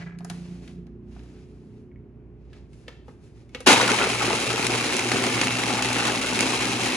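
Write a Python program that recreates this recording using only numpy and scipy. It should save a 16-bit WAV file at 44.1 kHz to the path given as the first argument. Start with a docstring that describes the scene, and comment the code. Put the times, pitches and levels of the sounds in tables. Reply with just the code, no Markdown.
"""A lid scrapes and latches, cloth rustles, plates clink, buttons click with short puffs of hiss after them;
an engine drones far outside. Then a blender starts: cubes burst, and its blades grind slush, lumps and chips
(noisy impacts ringing a jar). The noise settles and the motor (shaft orders, a wavering 120 Hz hum with brief
dips, whine) gains speed as the ice gets finer. Clumps swell the grinding and hard pieces crack on the wall.
Behind: house rumble and refrigerator hum."""
import sys
import numpy as np
from scipy import signal
from scipy.fft import rfft, irfft
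from scipy.io import wavfile

SR = 44100
rng = np.random.default_rng(int(sys.argv[2]) if len(sys.argv) > 2 else 0)


def store_wav(level_fs):
    """Save 16-bit WAV to argv[1]."""
    pcm = np.round(np.clip(np.atleast_2d(level_fs), -1, 1) * 32767)
    wavfile.write(sys.argv[1], SR, pcm.T.astype(np.int16))


N = 306936
T, HZ = np.arange(N) / SR, np.fft.rfftfreq(N, 1 / SR)

START_S = 3.661  # motor start
RECOVER_S = 1.02  # time constant of recovery from the ice load
# lid modes: centre_hz, width_hz, relative level_db
LID_MODES = [(706, 79, 13.5), (1328, 33, 3), (1645, 40, 9.5), (2000, 59, 5), (2260, 51, 5), (2450, 58, 1)]


def blender():
    """Motor and ice start together; ice, pieces and whine excite the room, motor tones stay dry."""
    free_hz, load_sag_hz, spin_up_s = 64.02, 9.8, .04
    jitter = .005  # rms share of speed, from the ice
    speed_hz = (free_hz - load_sag_hz * settling(RECOVER_S)) * (1 - settling(spin_up_s))
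    turns = np.cumsum(speed_hz * (1 + jitter * drift(9))) / SR
    running = np.clip((T - START_S) / 0.014, 0, 1)
    noise = running * (ice(turns) + whine()) + pieces()
    return ports(kitchen(noise, wet_db=-7.5)) + running * motor(turns)


def ice(turns):
    """Blades drive slush, lumps and chips around the jar; levels fall from coarse to fine ice."""
    slush_db, lumps_db, chips_db = -33.5, -34, -27.5  # before the changes below
    coarse_slush_db, coarse_lumps_db, coarse_chips_db, coarse_s = 8, 13.5, 4, 0.14  # added at the start
    lumps_fade_db_per_s = 0.1
    coarse = settling(coarse_s)
    two_blades = 1 + .45 * np.cos(2 * np.pi * 2 * turns)
    sweep = two_blades * amp(2.2 * drift(45))  # unevenly fed

    slush = unit(band(strikes(1200, 4.3, 0.0021, 0.52, sweep), 83, 478))
    slush *= amp(slush_db + coarse_slush_db * coarse + clumps(0.81))

    lumps = unit(band(strikes(1100, 1.8, 0.0015, 0.71, sweep), 466, 1440)) * amp(lumps_db)
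    lumps += unit(chunks(sweep, spread_db=2.0)) * amp(-34)
    lumps += rattle(sweep)
    fade_db = lumps_fade_db_per_s * (T - START_S)
    lumps *= amp(coarse_lumps_db * coarse - fade_db + clumps(0.16))

    chips = unit(band(strikes(1800, 3.0, 0.0041, 0.87, sweep), 1690, 15200))
    chips *= amp(chips_db + coarse_chips_db * coarse + clumps(0))

    feed = amp(0.9 * drift(22))  # ice reaches the blades in clusters
    return first_bite(sweep) + slush + lumps * feed + chips * feed ** 0.14


def first_bite(sweep):
    """A dense shower of impacts as whole cubes shatter: it sags while they last, then stops."""
    bite = unit(band(strikes(4100, 2.3, 0.0042, 0.82, sweep), 117, 16000, order=2)) * amp(-11)
    return bite * swell(START_S, 0.076, rise_db_per_s=0, sag_db_per_s=45, release_db_per_s=899)


def clumps(weight):
    """Swell in dB that clumps dragged into the blades give to ice of this weight."""
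    reach = 0.36  # how far in weight a clump stirs other sizes
    # clumps: centre_s, length_s, swell_db, weight (0 light chips to 1 heavy slush)
    clump_rows = [(3.71, 0.022, 6.5, 0.07), (3.77, 0.023, 12.5, 0.58), (3.814, 0.024, 11.5, 0.38),
                  (3.91, 0.055, 8, 0.38), (4.022, 0.054, 13.5, 0.47), (4.086, 0.028, 3, 0.07),
                  (4.243, 0.055, 6, 0.48), (4.32, 0.039, 11, 0.55), (4.532, 0.026, 3, 0.86),
                  (4.725, 0.047, 5, 0.43), (5.138, 0.029, 7, 0.39), (5.159, 0.029, 8.5, 0.95),
                  (5.43, 0.18, 5, 0.54), (5.805, 0.065, 6.5, 0.48), (6.087, 0.13, 4, 0.4),
                  (6.38, 0.041, 6, 1)]
    total_db = 0
    for s, length_s, swell_db, own_weight in clump_rows:
        nearness = ((own_weight - weight) / reach) ** 2
        total_db = total_db + swell_db * np.exp(-nearness - 2 * ((T - s) / length_s) ** 2)
    return total_db


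def chunks(sweep, spread_db, count=30):
    """Pieces of many sizes, each ringing for a few cycles at its own pitch."""
    per_s, low_hz, high_hz, decay_cycles = 190, 380, 2682, 9  # rate over all pitches, scaled by sweep
    out = np.zeros((2, N))
    for hz in np.geomspace(low_hz, high_hz, count):
        hit = np.flatnonzero(rng.random(N) < per_s * sweep / (count * SR))
        size = amp(spread_db * np.minimum(rng.exponential(1, len(hit)), 2))
        blows = np.zeros((2, N))
        blows[:, hit] = size * rng.choice([-1, 1], (2, len(hit)))
        out += ring(blows, [(hz, hz / (np.pi * decay_cycles), 0)]) / np.sqrt(hz)
    return jar(out)


def rattle(sweep):
    """Hard lumps of like size are batted against the wall as the blades sweep past."""
    per_s = 34  # scaled by sweep
    blows = rng.uniform(0.79, 1, N) * (rng.random(N) < per_s * sweep / SR)
    knocks = jar(contacts(blows, decay_s=0.0023, tick=0.76))
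    return unit(band(knocks, 300, 2660, order=2)) * amp(-35)


def pieces():
    """Single bursts, cracks and knocks all ring the jar wall."""
    return jar(cubes() + cracks() + thumps())


def cubes():
    """Whole cubes burst at the first bite: noisy contact plus a ring of their own."""
    # bursts: hit_s, relative level_db, ring_hz
    s, db, hz = np.transpose([(3.666, -5, 854), (3.673, 2, 378), (3.683, 3, 1450), (3.6975, 3, 788),
                              (3.708, 0, 857), (3.7255, -8, 1283), (3.7375, -2, 746)])
    bursts = band(contacts(train(s, db), decay_s=0.0075, tick=0.36), 300, 12000, order=1)
    return amp(13.0) * bursts + amp(30.0) * own_rings(s, db, hz, width_hz=81)


def cracks():
    """Hard pieces flung at the wall crack, ring and splinter in the treble."""
    # cracks: hit_s, relative level_db, ring_hz, relative treble_db
    s, db, hz, treble_db = np.transpose([(3.777, -8, 1320, -22), (3.8135, -5.5, 1700, -28),
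                                         (3.878, -7, 1470, -25), (3.917, -5, 2500, -30),
                                         (4.099, -14, 2480, -28), (4.132, -15, 2400, -28),
                                         (4.254, -13.5, 2520, -20), (4.3297, -10, 2570, -24),
                                         (4.6673, -10, 2100, -10.5), (4.788, -15, 2500, -28),
                                         (4.9673, -16, 2110, -10), (4.994, -10.5, 2166, -15),
                                         (5.117, -8, 2000, -23), (5.2389, -12, 2130, -29),
                                         (5.3419, -11, 2180, -33), (5.4143, -4, 2190, -17),
                                         (5.435, -13, 2100, -18), (5.471, -8.5, 2100, -24),
                                         (5.482, -13, 2650, -26), (5.6369, -11.5, 2260, -24),
                                         (5.8243, -9.5, 1870, -13), (5.8475, -13, 1990, -23),
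                                         (5.931, -17, 2350, -12.5), (6.0974, -19, 1600, -32),
                                         (6.3908, -9, 2460, -13), (6.4071, -6, 2250, -7),
                                         (6.4297, -13, 2760, -26), (6.833, -15, 2240, -31),
                                         (6.861, -15, 3100, -15)])
    body = amp(18.5) * contacts(train(s, db), decay_s=0.0033, tick=0.35)
    body += amp(26) * own_rings(s, db, hz, width_hz=170)
    splinters = amp(23) * contacts(train(s, treble_db), decay_s=0.0025, tick=0.28)
    return band(body, 570, 14000, order=1) + band(splinters, 4700, 14000, order=2)


def thumps():
    """Big lumps bump the wall: a longer crumble and a pitched knock."""
    # bumps: hit_s, relative level_db, knock_hz
    s, db, hz = np.transpose([(3.83, 2, 507), (3.891, 0.5, 1386), (3.925, -3.5, 444), (4.014, 2, 1410),
                              (4.034, 0, 1355), (4.07, -2, 460), (4.213, -2, 1280), (4.235, -8, 457),
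                              (4.279, -1.5, 355), (4.304, -5, 876), (4.333, -1, 454), (4.466, -4.5, 434),
                              (4.539, -3, 444), (4.698, -3.5, 347), (4.745, -3, 435), (4.99, -5.5, 334),
                              (5.054, -5.5, 361), (5.116, -5.5, 342), (5.118, -5, 1250), (5.146, -11, 820),
                              (5.787, -5.5, 840), (5.807, -6, 696), (5.901, -7, 700), (6.049, -15, 785),
                              (6.087, -5, 825), (6.099, -4, 1614), (6.351, -3.5, 254), (6.533, -5.5, 1080),
                              (6.712, -10, 327)])
    bumps = band(contacts(train(s, db), decay_s=0.015, tick=0.61), 360, 1800, order=2)
    return amp(12.5) * bumps + amp(28.5) * own_rings(s, db, hz, width_hz=43)


def strikes(per_s, spread_db, decay_s, tick, sweep):
    """Pieces of random size hit the jar, more often as a blade sweeps past."""
    size = amp(spread_db * np.minimum(rng.exponential(1, N), 4))
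    hit = rng.random(N) < per_s * sweep / SR
    return jar(contacts(size * hit, decay_s, tick))


def jar(x):
    """The wall rings a little; the slush inside damps it."""
    # wall modes: centre_hz, width_hz, relative level_db
    wall_modes = [(369.5, 46, -15), (432, 38, -8), (558, 8.9, -4), (703, 7.8, -5.5), (780, 270, -6),
                  (883, 9.7, -14), (1295, 70, -11.5), (1430, 31, -7), (2170, 41, -9.5), (2686, 200, -16.5),
                  (3190, 44, -6), (3950, 290, -6.5)]
    # response of the filled jar: freq_hz, relative density_db (per Hz)
    jar_response = [(30, -93), (90, -11.5), (220, 2.5), (420, -1), (620, -5.5), (850, -3), (1750, -3),
                    (2500, 0.5), (3500, -5), (6500, -7.5), (9500, -11), (11000, -15.5), (13000, -31.5),
                    (15500, -33)]
    return colour(x + ring(x, wall_modes), jar_response)


def motor(turns):
    """Shaft orders shaken by the ice, plus a wavering, dipping magnetic hum at twice the mains rate."""
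    hum_hz, hum_db, waver_db, dip_s, wander_rad = 120, -35.5, 2.5, 0.043, 0.1
    roughness = 0.41  # shaken part of each order
    # shaft orders: multiple of shaft rate, level_db
    shaft_orders = [(2, -50), (4, -33.5), (5, -39.5), (6, -47.5), (11, -49.5), (14, -47), (34, -47),
                    (36, -54), (43, -43), (53, -53)]
    # brief dips of the hum: centre_s, depth_db
    hum_dips = [(4.04, -14), (4.43, -16), (4.89, -10), (5.751, -3), (6.25, -19), (6.491, -6), (6.92, -18)]
    shaft = 0
    for k, db in shaft_orders:
        steady = np.sin(2 * np.pi * (k * turns + rng.random()))
        shaken = roughness * drift(21) * np.cos(2 * np.pi * (k * turns + rng.random()))
        shaft = shaft + amp(db) * (steady + shaken)
    shaft *= 1 - 1.06 * settling(RECOVER_S)  # tone firms up as the load evens out

    phase = 2 * np.pi * hum_hz * T + wander_rad * drift(16)
    wave = np.sin(phase) + amp(-18.0) * np.sin(3 * phase)
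    dips_db = sum(db * np.exp(-((T - s) / dip_s) ** 2) for s, db in hum_dips)
    hum = amp(hum_db + waver_db * drift(17) + dips_db) * wave
    return shaft * amp([[.5], [-.5]]) + hum * amp([[-1.1], [1.1]])  # left, right dB


def whine():
    """Cooling-fan air rings the housing at a fixed pitch, louder as the motor gains speed."""
    air = ring(rng.standard_normal((2, N)), [(2680, 170, 0)])
    return unit(air) * amp(-40.5) * (1 - settling(RECOVER_S))


def handling():
    """Lid, buttons, plates and hiss: hiss and scrape stay dry, knocks excite the room."""
    knocks = lid_latches() + button_clicks() + plate_clinks()
    return rustle_and_hiss() + lid_scrape() + kitchen(knocks, wet_db=-8.5)


def lid_scrape():
    """The lid judders on its rim in random slips that ring its modes, then comes to rest."""
    slips_per_s = 760
    slips = rng.random(N) * (rng.random(N) < slips_per_s / SR)
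    slips = contacts(slips, decay_s=0.0023, tick=0.67)
    scrape = unit(band(ring(slips, LID_MODES) + amp(-6) * slips, 1060, 2150, order=2)) * amp(-41)
    return scrape * swell(0, 0.085, rise_db_per_s=0, sag_db_per_s=98, release_db_per_s=123)


def lid_latches():
    """The lid snaps into place, each contact ringing its modes."""
    # latches: hit_s, relative snap_db, thud_db, treble_db
    latch_rows = [(.188, -49, -72, -49), (.206, -52, -38, -72), (.2474, -47, -33.5, -38.5),
                  (.2995, -31.5, -30, -33), (.312, -45, -47, -54), (.6775, -42.5, -59, -56),
                  (.868, -56.5, -51, -69), (1.163, -62, -44, -75), (1.193, -51, -53, -75),
                  (1.236, -60, -52, -60)]
    return clicks(latch_rows, LID_MODES, lowest_hz=660, decay_s=0.0048, noise_db=1, level_db=25.5)


def button_clicks():
    """Fingers and buttons knock the base; each click adds a ring at its own pitch."""
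    # clicks: hit_s, relative snap_db, thud_db, treble_db, then ring_hz
    button_rows = [(2.531, -48, -62, -69, 1690), (2.7323, -54.5, -64, -61, 2150),
                   (2.881, -33.5, -34, -59, 1777), (3.082, -55, -37.5, -67, 825),
                   (3.493, -57, -74, -63, 2200), (3.548, -25.5, -27, -63, 1925),
                   (3.6053, -38, -33, -39.5, 500)]
    # housing modes: centre_hz, width_hz, relative level_db
    base_modes = [(256, 24, 15), (488, 35.5, 16.5), (1276, 28, 13), (2205, 42, 10), (2660, 55, 6),
                  (3480, 93, 1), (4280, 79, -5)]
    knocks = clicks(button_rows, base_modes, lowest_hz=212, decay_s=0.0072, noise_db=-2.5, level_db=27.5)
    s, snap_db, thud_db, _, hz = np.transpose(button_rows)
    return knocks + amp(38.0) * own_rings(s, np.maximum(snap_db, thud_db), hz, width_hz=51)


def plate_clinks():
    """Plates on the counter touch lightly and ring their modes."""
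    # touches: hit_s, relative level_db
    clink_rows = [(1.9156, -32), (1.959, -29)]
    # plate modes: centre_hz, width_hz, relative level_db
    plate_modes = [(1950, 82, 1), (2182, 54, 5), (2950, 90, -18)]
    return amp(10.5) * band(ring(train(*np.transpose(clink_rows)), plate_modes), 1500, 3000)


def clicks(rows, modes, lowest_hz, decay_s, noise_db, level_db):
    """Plastic parts meet: a thud and a snap ring their modes, with a thin tick on top."""
    s, snap_db, thud_db, treble_db, *_ = np.transpose(rows)
    thud, snap = train(s, thud_db), train(s, snap_db)
    low = band(thud, lowest_hz, 1040, order=2)
    high = band(snap, 1470, 4600, order=2)
    ringing = ring(low + high, modes)
    body = band(contacts(thud, 0.017, 0.14), lowest_hz, 1800, order=3)
    crack = band(contacts(snap, decay_s, 0.076), 1340, 4440, order=2)
    treble = contacts(train(s, treble_db), decay_s, 0.92)
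    treble = band(treble, 4300, 10600, order=4) * amp(-1.0)
    return amp(level_db) * (ringing + amp(noise_db) * (body + crack) + treble)


def rustle_and_hiss():
    """Gated noise, mixed from a dull uneven part and a bright even one."""
    rise_db_per_s, sag_db_per_s, release_db_per_s = 250, 8, 162
    # hiss rows: the early ones cloth rustle, the later ones short puffs of background hiss following clicks
    # full_strength_s, length_s, relative level_db, brightness (0-1)
    hiss_rows = [(0, 0.011, -45.5, 0), (0.308, 0.26, -51, 0.5), (0.635, 0.07, -52.5, 0.6),
                 (1.128, 0.31, -56.5, 0.48), (1.494, 0.32, -65, 0.63), (2.416, 0.057, -72, 0.27),
                 (2.542, 0.04, -56.5, 0.24), (2.74, 0.1, -59.5, 0.8), (2.893, 0.032, -55.5, 0.02),
                 (3.09, 0.025, -60, 0.75), (3.24, 0.035, -58.5, 0.77), (3.368, .05, -60, 0.6),
                 (3.557, 0.056, -53, 0.4)]
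    # hiss spectrum: freq_hz, relative density_db (per Hz)
    hiss_spectrum = [(300, 7.5), (750, -3), (1100, -8), (2000, -7.5), (2600, -5.5), (3100, -9.5),
                     (5800, -9), (8000, -10.5), (10500, -13), (11600, -18), (13000, -44)]
    grain = rng.standard_normal((2, N)) * amp(1.0 * drift(70))
    dull = unit(band(unit(colour(grain, hiss_spectrum)), 190, 4700, order=2))
    fizz = colour(rng.standard_normal((2, N)), hiss_spectrum)
    fizz = unit(band(fizz, 2500, 16000, order=1))
    bright_power = dull_power = 0
    for s, length_s, db, brightness in hiss_rows:
        gain = amp(db) * swell(s, length_s, rise_db_per_s, sag_db_per_s, release_db_per_s)
        bright_share = np.clip(brightness, 0, 1) ** 2
        bright_power += gain ** 2 * bright_share
        dull_power += gain ** 2 * (1 - bright_share)
    return dull * np.sqrt(dull_power) + fizz * np.sqrt(bright_power) * amp(-7.0)


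def engine():
    """A far engine through the walls: low orders, loosely in step, and a boom throbbing once a cycle."""
    scatter_turns = 0.32  # widest phase offset of an order
    # engine course: time_s, cycle_hz, relative level_db of the orders, boom_db (sixth order)
    engine_rows = [(0, 28.23, -9, -37), (.2, 28.75, 1.5, -37), (.27, 29.06, 4, -35), (.55, 29.43, 6.5, -37),
                   (.66, 29.13, 6.5, -46), (.73, 29.42, 7, -49), (.79, 29.14, 6, -36),
                   (.92, 29.5, 7.5, -55), (1.4, 30.34, 5, -55), (1.9, 30, 6, -62), (2.35, 29.71, -2.5, -55),
                   (3, 29.95, -4.5, -67)]
    # exhaust orders: multiple of cycle rate, relative level_db
    exhaust_orders = [(2, -56.5), (3, -61), (4, -63), (5, -59), (7, -56), (8, -57), (9, -60), (10, -65),
                      (12, -58), (14, -63.5)]
    cycle_hz, level_db, boom_db = curves(engine_rows)
    turns = np.cumsum(cycle_hz * (1 + 0.003 * drift(9))) / SR
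    orders = 0
    for k, db in exhaust_orders:
        gain = amp(db + level_db + 2.0 * drift(4.3))
        orders = orders + gain * np.cos(2 * np.pi * (k * turns + scatter_turns * rng.random()))

    sixth, fourteenth = np.sin(2 * np.pi * 6 * turns), np.sin(2 * np.pi * 14 * turns)
    boom = sixth + amp(-20.5 + 6.1 * drift(8.6)) * fourteenth
    boom *= amp(boom_db + 2.0 * drift(22))
    boom *= 1 + 0.56 * np.cos(2 * np.pi * turns)
    return (orders + boom) * amp([[-1], [1]])  # left, right dB


def floor():
    """Dull house rumble as coloured noise, and wavering refrigerator tones."""
    # refrigerator hum: tone_hz, mean level_db
    fridge_tones = [(59.3, -51), (119.6, -55.5)]
    # rumble spectrum: freq_hz, relative density_db (per Hz)
    rumble_spectrum = [(25, -3), (40, -24), (56, 2.5), (80, -4), (120, -1), (250, -10.5), (420, -7.5),
                       (480, -20), (800, -27.5), (1200, -33.5), (2000, -38), (2600, -39.5), (3500, -51),
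                       (14000, -69)]
    hum = 0
    for hz, db in fridge_tones:
        hum = hum + amp(db + 1.3 * drift(3.7)) * np.sin(2 * np.pi * (hz * T + rng.random()))
    rumble = unit(colour(rng.standard_normal((2, N)), rumble_spectrum)) * amp(-49)
    return rumble + hum


def kitchen(x, wet_db, size=22050, count=4):
    """Adds dense room reflections, each band dying at its own speed, cross-faded between tails."""
    # reverberation: freq_hz, t60_s
    room_decay = [(100, 1), (500, 0.32), (3000, 0.68), (12000, 0.47)]
    hz, t, z = signal.stft(rng.standard_normal((count, 2, size)), SR, nperseg=256)
    z = z * amp(-60 * t / read(room_decay, hz)[:, None])
    tails = signal.istft(z, SR, nperseg=256)[1]
    tails[..., :SR // 300] = 0  # gap before the first reflection
    tails *= amp(wet_db) / np.linalg.norm(tails[0, 0])
    wet = 0
    for k, tail in enumerate(tails):
        share = np.maximum(1 - abs((2 * T + k) % count - count / 2), 0)
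        wet = wet + signal.fftconvolve(x * np.sqrt(share), tail, axes=1)[:, :N]
    return (x + wet) / np.sqrt(1 + amp(wet_db) ** 2)


def ports(x):
    """Two microphone ports share the bass and hear the treble with their own phase and level."""
    # likeness of the ports: freq_hz, likeness (0-1)
    port_likeness = [(100, 1), (300, 0.99), (700, 0.81), (1600, 0.47), (2400, 0.44), (4000, 0.72),
                     (5500, 0.079), (7000, 0.66), (9500, 0.9)]
    # left port leads: freq_hz, lead_rad
    left_lead = [(30, 0.5), (400, 0.5), (1200, 0.5), (1850, 0.4), (3000, 1), (5000, 1.5), (6300, 0),
                 (8300, -2.5), (10000, -7), (12000, -9.5), (14000, -12.5)]
    # left minus right: freq_hz, difference_db
    left_excess = [(100, -3), (300, -0.5), (900, 3), (2500, 0), (4000, 1), (5000, 3.5), (7000, 1),
                   (10000, 0)]
    a, b = rfft(x)
    same, tilt = np.clip(read(port_likeness, HZ), 0, 1), amp(read(left_excess, HZ) / 2)
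    right = same * a + np.sqrt(1 - same ** 2) * 1j * b
    right = right * np.exp(-1j * read(left_lead, HZ))
    return irfft(np.array([a * tilt, right / tilt]), N)


def contacts(size, decay_s, tick):
    """Each impulse becomes a sharp tick and a short noisy crumble, different at the two ports."""
    keep = np.exp(-2 / (decay_s * SR))
    power = signal.lfilter([1 - keep], [1, -keep], size ** 2 + 1e-20)
    crumble = np.sqrt(power) * rng.standard_normal((2, N))
    ticks = tick * size * rng.choice([-1, 1], (2, N))
    return (crumble + ticks) / np.hypot(1, tick)


def own_rings(times_s, levels_db, pitches_hz, width_hz):
    """Each piece rings briefly at its own pitch."""
    hits = zip(times_s, levels_db, pitches_hz)
    return sum(ring(train([s], db), [(hz, width_hz, 0)]) for s, db, hz in hits)


def ring(x, modes):
    """Sum of resonant modes driven by x."""
    return sum(amp(db) * signal.lfilter(*signal.iirpeak(hz, hz / width, SR), x) for hz, width, db in modes)


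def train(times_s, db):
    """Single impulses at the given times and levels."""
    x = np.zeros(N)
    x[np.round(np.asarray(times_s) * SR).astype(int)] = amp(db)
    return x


def swell(start_s, length_s, rise_db_per_s, sag_db_per_s, release_db_per_s):
    """A gain that rises to 1 at start_s, sags for length_s, then is released."""
    t = T - start_s
    rise_db = rise_db_per_s * np.minimum(t, 0)
    sag_db = sag_db_per_s * np.clip(t, 0, length_s)
    return amp(rise_db - sag_db - release_db_per_s * np.maximum(t - length_s, 0))


def settling(time_s):
    """Falls exponentially from 1 toward 0 once the motor has started."""
    return np.exp(-np.maximum(T - START_S, 0) / time_s)


def drift(rate_hz, size=4096):
    """Slow random signal of about rms 1."""
    hz = np.fft.rfftfreq(size, N / SR / size)
    slow = irfft(rfft(rng.standard_normal(size)) * np.exp(-(hz / rate_hz) ** 2), size)
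    return np.interp(T, np.linspace(0, N / SR, size), unit(slow))


def colour(x, points, size=4096):
    """Minimum-phase filter with the given spectrum, so that attacks stay sharp."""
    log_gain = np.log(amp(read(points, abs(np.fft.fftfreq(size, 1 / SR)))))
    taps = np.fft.ifft(np.exp(np.conj(signal.hilbert(log_gain)))).real[:size // 2]
    return signal.oaconvolve(x, taps[None], axes=1)[:, :x.shape[1]]


def band(x, lo_hz, hi_hz, order=3):
    """Causal band-pass."""
    edges_hz = [lo_hz, min(hi_hz, .49 * SR)]
    return signal.sosfilt(signal.butter(order, edges_hz, "band", fs=SR, output="sos"), x)


def read(points, hz):
    """Interpolates a spectrum table on a log-frequency axis."""
    f, value = np.transpose(points)
    return np.interp(np.log(hz + 1), np.log(f), value)


def curves(rows):
    """The columns of a time table, sample by sample."""
    s, *columns = np.transpose(rows)
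    return [np.interp(T, s, c) for c in columns]


def amp(db):
    """Decibels to linear gain."""
    return 10 ** (np.asarray(db) / 20)


def unit(x):
    """Scales to rms 1."""
    return x / np.sqrt(np.mean(x ** 2) + 1e-20)


def scene():
    """Blender, handling and background floor, with the engine outside."""
    return blender() + ports(handling() + floor()) + engine()


def record(dry):
    """Microphone bass cut, soft overload on the highest peaks, then the band limit."""
    dry = signal.sosfilt(signal.butter(4, 42, "high", fs=SR, output="sos"), dry)
    held = dry / (1 + dry ** 6) ** (1 / 6)
    low_pass = signal.firwin(511, 15800, window=("kaiser", 9), fs=SR)
    return signal.oaconvolve(held, low_pass[None], "same")


dry = scene()
out = record(dry)
store_wav(out)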